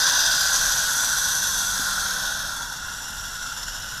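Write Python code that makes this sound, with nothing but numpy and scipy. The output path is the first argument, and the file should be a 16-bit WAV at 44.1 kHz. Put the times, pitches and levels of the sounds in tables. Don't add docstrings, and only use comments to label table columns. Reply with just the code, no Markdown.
import sys
import numpy as np
from scipy import signal
from scipy.fft import rfft, irfft
from scipy.io import wavfile
from scipy.ndimage import uniform_filter1d, map_coordinates

SR = 44100
rng = np.random.default_rng(int(sys.argv[2]) if len(sys.argv) > 2 else 0)


def file_out(sig):
    cols = np.atleast_2d(sig).T
    lim = np.clip(cols, -1, 1)
    pcm = np.round(lim * 32767).astype(np.int16)
    wavfile.write(sys.argv[1], SR, pcm)


N = 176400


def sizzle(t):
    # (time [s], ring [dB], hiss [dB], fine spray [dB])
    loudness = [(0, -24, -20.5, -31.5), (0.3, -26.5, -21.5, -31.5), (0.6, -26.0, -22, -30.5),
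                (0.95, -27.5, -24, -31), (1.3, -29, -25.5, -31.5), (1.65, -30.5, -26.5, -32.5),
                (2.0, -28.5, -28, -34.0), (2.3, -30.5, -29.5, -37.5), (2.55, -32, -33, -40),
                (2.75, -34.5, -36, -44.5), (3.1, -37.0, -37, -43), (3.6, -36.0, -35.0, -43.5),
                (4.0, -37.5, -36.5, -44)]
    # (time [s], fade [s])
    stage_changes = [(.48, 0.028), (1.92, 0.33), (2.76, .08)]
    times, *levels = np.array(loudness).T
    ring_gain, hiss_gain, spray_gain = (undb(np.interp(t, times, db)) for db in levels)
    jet, waning, simmer = (.5 + .5 * np.tanh((t - at) / (2 * fade)) for at, fade in stage_changes)
    stage_shares = [1 - jet, jet - waning, waning - simmer, simmer]
    sputter_db = (0.45 * (1 - simmer) + simmer) * flutter(rate_hz=64.3)
    steam = boiling() * undb(sputter_db + 0.32 * flutter(rate_hz=25) + spits(t))
    steam = ice_walls(steam, t)
    hiss, spray = mouth_hiss(steam, stage_shares)
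    return ring_gain * hollow_ring(steam, t) + hiss_gain * hiss + spray_gain * spray


def boiling(bursts_per_s=4000, spread_db=3):
    happens = rng.random(N) < bursts_per_s / SR
    size = undb(spread_db * np.minimum(rng.exponential(size=N), 4))
    bursts = unit(happens * size * rng.choice([-1, 1], N))
    return unit(bursts + rng.standard_normal(N))


def spits(t, width_s=0.0023):
    # (time [s], lift [dB])
    drops = [(0.061, 0.5), (.351, 4.5), (.533, 1.5), (1.099, 3), (2.085, 3), (3.106, 3), (3.211, 5.5),
             (3.596, 3.5)]
    return sum(db * np.exp(-((t - at) / width_s) ** 2) for at, db in drops)


def mouth_hiss(steam, stage_shares):
    # (frequency [Hz], relative level [dB])
    hiss_outline = [(1500, -40), (2300, -20.5), (2750, -10), (3100, -11), (3270, 1), (4200, -2),
                    (5200, -0.5), (6500, -2.5), (7400, -9.5), (8300, -27.5), (11000, -50.5)]
    spray_outline = [(5000, -35.5), (7000, -8), (7800, 0.5), (9000, -0.5), (10200, 0), (11500, 0),
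                     (13000, -4), (15200, -12)]
    # (frequency [Hz], width [Hz], lift [dB])
    flare = [(3490, 340, 3.5), (4870, 180, 9), (5160, 100, 3), (5970, 530, 7), (6800, 170, 0.5),
             (7000, 100, 2), (7330, 150, -6), (7500, 250, 5.5), (8100, 340, -2), (8640, 300, 3.5),
             (9300, 250, -3), (11000, 290, 5), (11400, 400, -9), (12330, 450, 6)]
    jet = [(3540, 250, 1.5), (4560, 38, -9), (5100, 160, -4), (5995, 540, 10.5), (6540, 98, 6),
           (7050, 120, 7), (7600, 200, 2.5), (8100, 550, 5), (9050, 250, -5), (10900, 370, 1.5),
           (11440, 500, 3.5)]
    waning = [(3490, 290, 5), (4540, 200, 0), (5050, 160, -7), (5400, 270, 5), (6080, 260, 7),
              (6640, 210, 7), (7400, 250, -5), (8100, 260, 2), (9300, 220, 6.5), (9800, 250, -9),
              (11200, 430, 6)]
    simmer = [(1940, 480, 21), (2870, 500, 9.5), (3520, 280, 0.5), (4340, 160, -8.5), (4900, 250, -9),
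              (5300, 180, 7.5), (5780, 500, 6.5), (6200, 200, -3), (7100, 400, 9), (7900, 300, 3.5),
              (8700, 300, -8), (10300, 540, -8), (11200, 450, 4)]
    stages = list(zip(stage_shares, [flare, jet, waning, simmer]))
    hiss = sum(share * unit(colour(steam, hiss_outline, peaks)) for share, peaks in stages)
    spray = sum(share * unit(colour(steam, spray_outline, peaks)) for share, peaks in stages)
    return hiss, spray


def hollow_ring(steam, t, start_octaves=.033, sink_octaves_per_s=.018):
    # (frequency [Hz], relative level [dB])
    hollow_outline = [(150, -32.5), (270, -22.5), (390, -35), (530, -20), (690, -20), (790, -15.5),
                      (1050, -12.5), (1220, -18), (1340, -7.5), (1470, 1), (1640, -6.5), (1780, -15.5),
                      (1920, -18), (2080, -30.5), (2350, -31.5), (3200, -44)]
    gurgle = undb(0.24 * flutter(rate_hz=45.3))
    ring = unit(colour(steam * gurgle, hollow_outline))
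    speed = 2 ** (start_octaves - sink_octaves_per_s * t)
    return map_coordinates(ring, [np.cumsum(speed)], mode="grid-wrap")


def ice_walls(steam, t, die_away_s=0.062, echo_db=-9.5):
    tails = rng.standard_normal((4, N)) * np.exp(-np.log(1000) * t / die_away_s)
    shares = np.array([walk(rate_hz=4.95) for _ in tails])
    shares = shares / np.linalg.norm(shares, axis=0)
    echo = sum(share * unit(signal.fftconvolve(steam, tail)[:N]) for share, tail in zip(shares, tails))
    return unit(unit(steam) + undb(echo_db) * echo)


def knock(t, at_s=1.795, decay_s=0.014):
    # (frequency [Hz], level [dB])
    tones = [(215, -36), (258, -34), (350, -44)]
    age = np.maximum(t - at_s, 0)
    return sum(undb(db) * np.sin(2 * np.pi * hz * age) for hz, db in tones) * np.exp(-age / decay_s)


def outdoor_rumble(level_db=-43.5):
    # (frequency [Hz], relative level [dB])
    rumble_outline = [(15, -8), (28, -6), (39, 4.5), (52, -4), (80, -7.5), (130, -8), (180, -11),
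                      (260, -19.5), (400, -27.5), (1000, -24), (4000, -72)]
    return undb(level_db) * unit(colour(rng.standard_normal(N), rumble_outline))


def passing_hum(t, pitch_hz=188.7, level_db=-50.5, loudest_s=1.89, width_s=0.69):
    wavering_hz = pitch_hz * (1 + 0.011 * walk(rate_hz=11.5))
    phase = 2 * np.pi * np.cumsum(wavering_hz) / SR
    swell = np.exp(-((t - loudest_s) / width_s) ** 2)
    return undb(level_db) * swell * unit(np.sin(phase))


def undb(db):
    return 10 ** (np.asarray(db) / 20)


def unit(x):
    return x / np.sqrt(np.mean(x ** 2))


def walk(rate_hz):
    window = max(int(SR / rate_hz), 2)
    smoothed = uniform_filter1d(rng.standard_normal(N), window, mode="wrap")
    return unit(uniform_filter1d(smoothed, window, mode="wrap"))


def flutter(rate_hz, steady_below_hz=9):
    wander = walk(rate_hz)
    drift = uniform_filter1d(wander, int(SR / steady_below_hz), mode="wrap")
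    return unit(wander - drift)


def colour(x, outline, peaks=()):
    f = np.arange(N // 2 + 1) * SR / N
    hz, db = np.array(outline).T
    shape_db = np.interp(np.log(f + 1), np.log(hz), db)
    for centre, width, lift in peaks:
        shape_db += lift / (1 + (2 * (f - centre) / width) ** 4)
    cepstrum = irfft(np.log(undb(shape_db)), N)
    cepstrum[1:N // 2] *= 2
    cepstrum[N // 2 + 1:] = 0
    return irfft(rfft(x) * np.exp(rfft(cepstrum)), N)


def scene():
    t = np.arange(N) / SR
    return np.tile(sizzle(t) + knock(t) + outdoor_rumble() + passing_hum(t), (2, 1))


def record(dry, top_hz=15250):
    return signal.sosfilt(signal.ellip(12, .1, 90, top_hz, fs=SR, output="sos"), dry)


dry = scene()
out = record(dry)
file_out(out)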